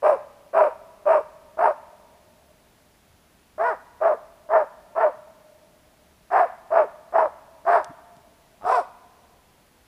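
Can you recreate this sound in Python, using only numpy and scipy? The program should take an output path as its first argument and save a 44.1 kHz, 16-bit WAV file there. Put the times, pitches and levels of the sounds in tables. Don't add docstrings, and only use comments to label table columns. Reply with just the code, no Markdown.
import sys
import numpy as np
from scipy import signal
from scipy.fft import rfft, irfft, next_fast_len
from scipy.io import wavfile
from scipy.ndimage import map_coordinates

SR = 44100
rng = np.random.default_rng(int(sys.argv[2]) if len(sys.argv) > 2 else 0)


def digitize_waveform(pressure):
    field = np.atleast_2d(pressure).T
    bounded = np.clip(field, -1, 1)
    quanta = np.round(bounded * 32767).astype(np.int16)
    wavfile.write(sys.argv[1], SR, quanta)


N = 435266

# freq_hz, density_db
AIR_SPECTRUM = [(12, -49), (20, -6), (70, -1), (87, -12.5), (97, -4), (135, -5.5), (178, -3), (409, -9),
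                (457, -12), (638, -11.5), (693, -8.5), (1210, -14.5), (1550, -15), (8620, -25),
                (15000, -26)]
# start_s, end_s, top_hz, final_hz, crest_frac, roughness, resonance_hz, upper_db,
# attack_s, catch_delay_s, tone_hz, growth_db, tone_db, voice_db, bright_db, hiss_db
BARK_PUSHES = [ (0.022, 0.153, 405.9, 253.3, .42, 0.73, 944, -7, 0.0073, .026, 620, 1, -14.5, -20.5, -35.5, -55),
               (.531, 0.682, 411.2, 276, 0.4, 0.86, 965, -8, 0.0079, 0.025, 655, 6.5, -14, -20.5, -33.5, -57.5),
               (1.055, 1.199, 428, 272, .5, 0.89, 964, -8, .009, 0.054, 655, -2, -13, -21.5, -34.5, -58),
               (1.571, 1.718, 430.5, 301, .55, 1.02, 945, -14.5, 0.015, 0.035, 672, 3, -16.5, -19.5, -32.5, -58.5),
               (3.58, 3.739, 485.3, 301, .64, 0.38, 1080, -34, 0.017, 0.053, 686, -10, -19, -22, -29, -59.5),
               (4.003, 4.142, 433, 267.4, .5, .79, 987, -19, .01, .037, 666.7, 2.5, -16, -23, -35, -64),
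               (4.489, 4.636, 454, 293.4, .55, 0.71, 970, -34.5, .014, 0.026, 665, 1.5, -16.5, -22, -31.5, -64.5),
               (4.951, 5.092, 449.2, 292.4, .55, 0.73, 980, -19, 0.0091, 0.044, 672, 8, -16.5, -21.5, -33, -64.5),
               (6.303, 6.452, 469.3, 294.4, .54, .92, 1050, -21.5, 0.012, 0.022, 742, 7.5, -16, -21, -28, -56),
               (6.704, 6.845, 434.7, 252, .5, 0.8, 960, -13.5, 0.012, 0.04, 668, 0.5, -15, -21.5, -34, -61),
               (7.124, 7.266, 457.2, 289.4, .55, 0.84, 910, -18.5, .015, 0.053, 672, 5, -15.5, -19.5, -32.5, -60.5),
               (7.651, 7.811, 438.3, 305, .58, 0.72, 1010, -24.5, 0.016, 0.013, 695, -1, -17.5, -20, -27.5, -53),
               (8.642, 8.81, 499.4, 309.5, .62, 0.51, 1114, -8, 0.019, 0.0308, 765, 4, -14.5, -19.5, -36, -47)]
# freq_hz, gain_db
THROAT_RESPONSE = [(110, -69), (220, -18), (320, -14), (410, -4), (520, -11.5), (650, 5), (790, -2.5),
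                   (940, -2), (1200, -4), (1450, -17), (1900, -45.5), (2600, -61)]
# freq_hz, gain_db
MOUTH_RESPONSE = [(300, -78.5), (900, -31), (1300, -8.5), (1480, 1), (1780, -2), (2050, -10.5),
                  (2450, -22.5), (3100, -34), (3800, -50), (6000, -58)]
# freq_hz, gain_db
UPPER_RESPONSE = [(500, -79.5), (1900, -22.5), (2300, 8), (2650, 3), (2950, -5), (3250, -17.5), (4200, -36)]
# freq_hz, gain_db
TEETH_SPECTRUM = [(500, -51.5), (2500, -12.5), (3500, 0.5), (4300, -4), (5600, -6), (6500, -13),
                  (7800, -4.5), (10000, -11), (11000, -13.5), (15000, -19.5)]
# centre_hz, width_hz, gain_db
WHEEZE_PEAKS = [(5180, 1400, 10), (8000, 150, 8.5), (9600, 450, 10.5)]
# freq_hz, t60_s
FOREST_DECAY = [(150, 0.99), (480, 5.8), (680, 1.39), (950, 1.8), (1500, 1.41), (2500, 2.1), (6000, 1.8),
                (12000, 0.18)]
# freq_hz, gain_db
TRUNK_RESPONSE = [(200, 0), (450, -6), (630, -2), (900, 2.5), (1500, 4), (3000, 6.5), (10000, -2)]
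# centre_s, level_db, pitch_hz, length_s
YELP_EVENTS = [(0.084, -20.5, 950, .014), (0.6, -15, 971, 0.025), (1.139, -15.5, 927, 0.034),
               (1.655, -20, 900, 0.068), (4.092, -28, 1000, .018), (4.595, -23, 891, 0.015),
               (5.022, -24, 950, 0.046), (6.389, -13.5, 995, 0.013), (6.78, -20, 950, 0.012),
               (7.203, -16.5, 958, 0.053), (7.764, -13.5, 886, 0.017), (8.692, -19.5, 1250, 0.019)]
# start_s, level_db, pitch_hz, length_s
BUMP_EVENTS = [(3.065, -56, 78, .14), (7.893, -41.5, 154, .015), (7.902, -44, 280, .019),
               (8.166, -51, 184, .012)]
# start_s, level_db (before trim)
TICK_EVENTS = [(7.8445, -31), (8.1668, -50.5)]
# freq_hz, gain_db
TICK_SPECTRUM = [(700, -49), (1500, -10), (3000, -1), (4500, -2.5), (5300, 3), (7000, -5.5), (8500, -3.5),
                 (10000, -20.5), (15000, -26.5)]
# time_s, level_db
GROWL_SWELL = [(8.612, -44), (8.661, -22)]

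TONE_SLACK_DB, VOICE_SLACK_DB, BRIGHT_SLACK_DB, HISS_SLACK_DB = 8.5, 10, 14.5, 7
CHOKE_FROM_HZ, CHOKE_RANGE_HZ, CHOKE_DB = 463.4, 25, 13
FADE_FROM_FRAC, FADE_SPAN_FRAC, FADE_DB = 0.81, 0.46, 6
POP_DB, POP_S = 9, 0.0057
CATCH_DB, CATCH_WIDTH_S = 3.5, 0.0077


def amp(db):
    return 10 ** (np.asarray(db) / 20)


def unit(x):
    return x / np.sqrt(np.mean(x ** 2) + 1e-20)


def along(points, hz):
    freqs_hz, values = np.transpose(points)
    return np.interp(np.log(hz + 1), np.log(freqs_hz + 1), values)


def wobble(size, rate_hz):
    knots = rng.standard_normal(size // 16 + 8)
    return map_coordinates(knots, [np.arange(size) * rate_hz / SR], mode="wrap")


def colour(x, spectrum, peaks=()):
    size = next_fast_len(len(x) + 4096)
    hz = np.fft.rfftfreq(size, 1 / SR)
    peaks_db = sum(db / (1 + (2 * (hz - centre) / width) ** 2) for centre, width, db in peaks)
    return irfft(rfft(x, size) * amp(along(spectrum, hz) + peaks_db), size)[:len(x)]


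def noise(size, spectrum):
    return unit(colour(rng.standard_normal(size), spectrum))


def add(track, start_s, sound):
    part = track[max(round(start_s * SR), 0):][:len(sound)]
    part += sound[:len(part)]


def background(air_db=-59, hum_db=-73, whine_db=-78, whine_hz=10519.5, waver_hz=1.1):
    air = amp(air_db) * noise(N, AIR_SPECTRUM)
    hum = amp(hum_db) * noise(N, [(55, -58), (68, -15.5), (75, 1), (82, -11.5), (100, -54), (300, -120)])
    whine_phase = 2 * np.pi * np.cumsum(whine_hz + waver_hz * wobble(N, 42)) / SR
    return air + hum + amp(whine_db) * unit(np.sin(whine_phase))


def slackness(progress, crest_frac, build=1.6, spend=1.29):
    before = np.clip(1 - progress / crest_frac, 0, 1)
    after = np.clip((progress - crest_frac) / (1 - crest_frac), 0, 1)
    return before ** build + after ** spend


def pitch_arch(progress, top_hz, final_hz, crest_frac, first_hz=335, rise=2.1, fall=2.3):
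    before = np.clip(1 - progress / crest_frac, 0, 1)
    after = np.clip((progress - crest_frac) / (1 - crest_frac), 0, 1.1)
    return top_hz - (top_hz - first_hz) * before ** rise - (top_hz - final_hz) * after ** fall


def voicing(age_s, length_s, attack_s, release_s, opening_db=-12, lead_s=0.0037):
    opening = np.clip(age_s / .001, 0, 1) * amp(opening_db / (1 + (age_s / attack_s) ** 6))
    overrun = (age_s - length_s + lead_s) / release_s
    return opening / np.sqrt(1 + np.exp(np.minimum(2 * overrun, 100)))


def folds(pitch_hz, roughness, jitter=0.0986, shimmer=0.62, harmonics=12):
    size = len(pitch_hz)
    phase = 2 * np.pi * np.cumsum(pitch_hz * (1 + jitter * roughness * wobble(size, 420))) / SR
    pulses = sum(np.cos(k * phase + k * k / 2) for k in range(1, harmonics + 1))
    pulses *= 1 + shimmer * roughness * wobble(size, 300)
    rasp = noise(size, [(150, -28.5), (350, -10.5), (600, 3), (4500, -6), (7000, -25.5)])
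    rasp *= 1 + .5 * np.cos(phase)
    return (unit(pulses) + roughness * unit(rasp)) / np.sqrt(1 + roughness ** 2), phase


def throat_tone(hz, fold_phase, roughness, jitter=0.056, stall_db=7, octave_db=-19, sum_db=-22):
    size = len(hz)
    phase = 2 * np.pi * np.cumsum(hz * (1 + jitter * roughness * wobble(size, 300))) / SR
    tone = np.sin(phase) + amp(octave_db) * np.sin(2 * phase) + amp(sum_db) * np.sin(phase + fold_phase)
    stalls = np.maximum(wobble(size, 140), 0)
    return unit(tone * amp(-stall_db * roughness * stalls))


def teeth_hiss(fold_phase, start_s, jaw_shift=0.037, throb=.45, sizzle_until_s=2.7):
    peaks = [(hz * (1 + jaw_shift * rng.standard_normal()), width, db) for hz, width, db in WHEEZE_PEAKS]
    if start_s < sizzle_until_s:
        peaks.append((10500, 4500, 7.7))
    puffs = rng.standard_normal(len(fold_phase)) * (1 + throb * np.cos(fold_phase))
    return unit(colour(puffs, TEETH_SPECTRUM, peaks))


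def bark(row, tone_trim_db=0.53, voice_trim_db=1.86, bright_trim_db=0.08, upper_trim_db=-3,
         hiss_trim_db=-1, hiss_lag_frac=.05, sag_hz=85.6, clearing=0.36, judder_db=2.5, catch_share=0.31):
    (start_s, end_s, top_hz, final_hz, crest_frac, roughness, resonance_hz, upper_db,
     attack_s, catch_delay_s, tone_hz, growth_db, tone_db, voice_db, bright_db, hiss_db) = row
    age_s, length_s = np.arange(SR // 4) / SR, end_s - start_s
    progress = age_s / length_s
    pitch_hz = pitch_arch(progress, top_hz, final_hz, crest_frac)
    slack = slackness(progress, crest_frac)

    catch_db = CATCH_DB * np.exp(-((age_s - catch_delay_s) / CATCH_WIDTH_S) ** 2)
    tone_db += growth_db * (np.minimum(progress, 1) - .5) - TONE_SLACK_DB * slack - catch_db
    tone_db -= CHOKE_DB * np.clip((pitch_hz - CHOKE_FROM_HZ) / CHOKE_RANGE_HZ, 0, 1)
    tone_db -= FADE_DB * np.clip((progress - FADE_FROM_FRAC) / FADE_SPAN_FRAC, 0, 1)
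    voice_db -= VOICE_SLACK_DB * slack + catch_share * catch_db
    bright_db -= BRIGHT_SLACK_DB * slack + catch_share * catch_db
    bright_db += POP_DB * np.exp(-age_s / POP_S)
    hiss_db -= HISS_SLACK_DB * slackness(progress - hiss_lag_frac, crest_frac)

    tone_hz -= sag_hz * slackness(progress, crest_frac=.42, build=2.146, spend=1.188)
    tone_hz += np.clip((progress - .62) / .25, 0, 1) * np.minimum(2 * pitch_hz - tone_hz, 0)
    roughness *= 1 - clearing * np.clip((progress - .85 * roughness) / 0.35, 0, 1) * (progress < 1)

    source, fold_phase = folds(pitch_hz, roughness)
    source *= unit(amp(judder_db * roughness * wobble(len(age_s), 200)))
    voice = amp(voice_db + voice_trim_db) * unit(colour(source, THROAT_RESPONSE, [(resonance_hz, 200, 4)]))
    voice += amp(bright_db + bright_trim_db) * unit(colour(source, MOUTH_RESPONSE))
    voice += amp(bright_db + upper_db + upper_trim_db) * unit(colour(source, UPPER_RESPONSE))
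    yelp, tone_share = yelps(start_s + age_s, roughness)
    voice += yelp + tone_share * amp(tone_db + tone_trim_db) * throat_tone(tone_hz, fold_phase, roughness)
    voice *= voicing(age_s, length_s, attack_s, release_s=0.0097)
    flicker_db = 0.89 * wobble(len(age_s), 120)
    hiss = amp(hiss_db + hiss_trim_db + flicker_db) * teeth_hiss(fold_phase, start_s)
    return voice + hiss * voicing(age_s, length_s, attack_s, release_s=0.025)


def forest(x, near_db=-17, far_db=-29, near_t60_s=0.36, echoes_per_s=500, gap_s=.012, build_s=0.005):
    hz, frame_s, spectra = signal.stft(rng.standard_normal(2 * SR), SR, nperseg=256)
    decay = amp(-60 * frame_s / along(FOREST_DECAY, hz)[:, None])
    far = signal.istft(spectra * decay * (1 - np.exp(-frame_s / build_s)), SR, nperseg=256)[1]
    t = np.arange(len(far)) / SR
    near = rng.standard_normal(len(t)) * (rng.random(len(t)) < echoes_per_s / SR)
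    near *= (t > gap_s) * amp(-60 * t / near_t60_s)
    echoes = amp(near_db) * near / np.linalg.norm(near) + amp(far_db) * far / np.linalg.norm(far)
    return signal.fftconvolve(x, colour(echoes, TRUNK_RESPONSE))


def yelps(t, roughness, sag_hz_per_s=500, jitter=0.019, duck=0.69):
    sound, tone_share = np.zeros(len(t)), np.ones(len(t))
    for centre_s, level_db, pitch_hz, length_s in YELP_EVENTS:
        if t[0] < centre_s < t[-1]:
            swell = np.cos(np.pi * np.clip((t - centre_s) / length_s, -.5, .5))
            pitch_hz -= sag_hz_per_s * (t - centre_s)
            pitch_hz *= 1 + jitter * roughness * wobble(len(t), 390)
            sound += amp(level_db) * swell * np.sin(2 * np.pi * np.cumsum(pitch_hz) / SR)
            tone_share *= 1 - duck * swell
    return sound, tone_share


def dog():
    track = np.zeros(N)
    for row in BARK_PUSHES:
        start_s, sound = row[0], bark(row)
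        add(track, start_s, sound)
        add(track, start_s, forest(sound))
    return track


def bumps(grit=0.29):
    track, t = np.zeros(N), np.arange(SR // 4) / SR
    for start_s, level_db, hz, length_s in BUMP_EVENTS:
        swell = np.sin(np.pi * np.clip(t / length_s, 0, 1))
        scuff = noise(len(t), [(hz / 4, -20), (hz, 0), (2 * hz, -6), (4 * hz, -30), (16 * hz, -80)])
        add(track, start_s, amp(level_db) * swell * (np.sin(2 * np.pi * hz * t) + grit * scuff))
    return track


def ticks(trim_db=-2, t60_s=0.011):
    track, t = np.zeros(N), np.arange(SR // 4) / SR
    for start_s, level_db in TICK_EVENTS:
        add(track, start_s, amp(level_db + trim_db - 60 * t / t60_s) * noise(len(t), TICK_SPECTRUM))
    return track


def growl(rate_hz=100, ring_hz=690, upper_hz=1130, upper_db=-5, t60_s=0.066, jitter_s=0.00017):
    times_s, levels_db = np.transpose(GROWL_SWELL)
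    track, t = np.zeros(N), np.arange(SR // 20) / SR
    for flap_s in np.arange(times_s[0], times_s[-1], 1 / rate_hz):
        low_hz, high_hz = np.array([ring_hz, upper_hz]) * (1 + 0.14 * rng.standard_normal(2))
        ring = np.sin(2 * np.pi * low_hz * t) + amp(upper_db) * np.sin(2 * np.pi * high_hz * t)
        envelope = amp(np.interp(flap_s, times_s, levels_db) - 60 * t / t60_s)
        add(track, flap_s + rng.normal(0, jitter_s), envelope * ring)
    return track


def scene():
    return (background() + dog() + bumps() + ticks() + growl())[None]


def record(dry, cutoff_hz=15300):
    size = next_fast_len(N + SR // 2)
    passband = np.fft.rfftfreq(size, 1 / SR) < cutoff_hz
    return irfft(rfft(dry, size) * passband, size)[:, :N]


dry = scene()
out = record(dry)
digitize_waveform(out)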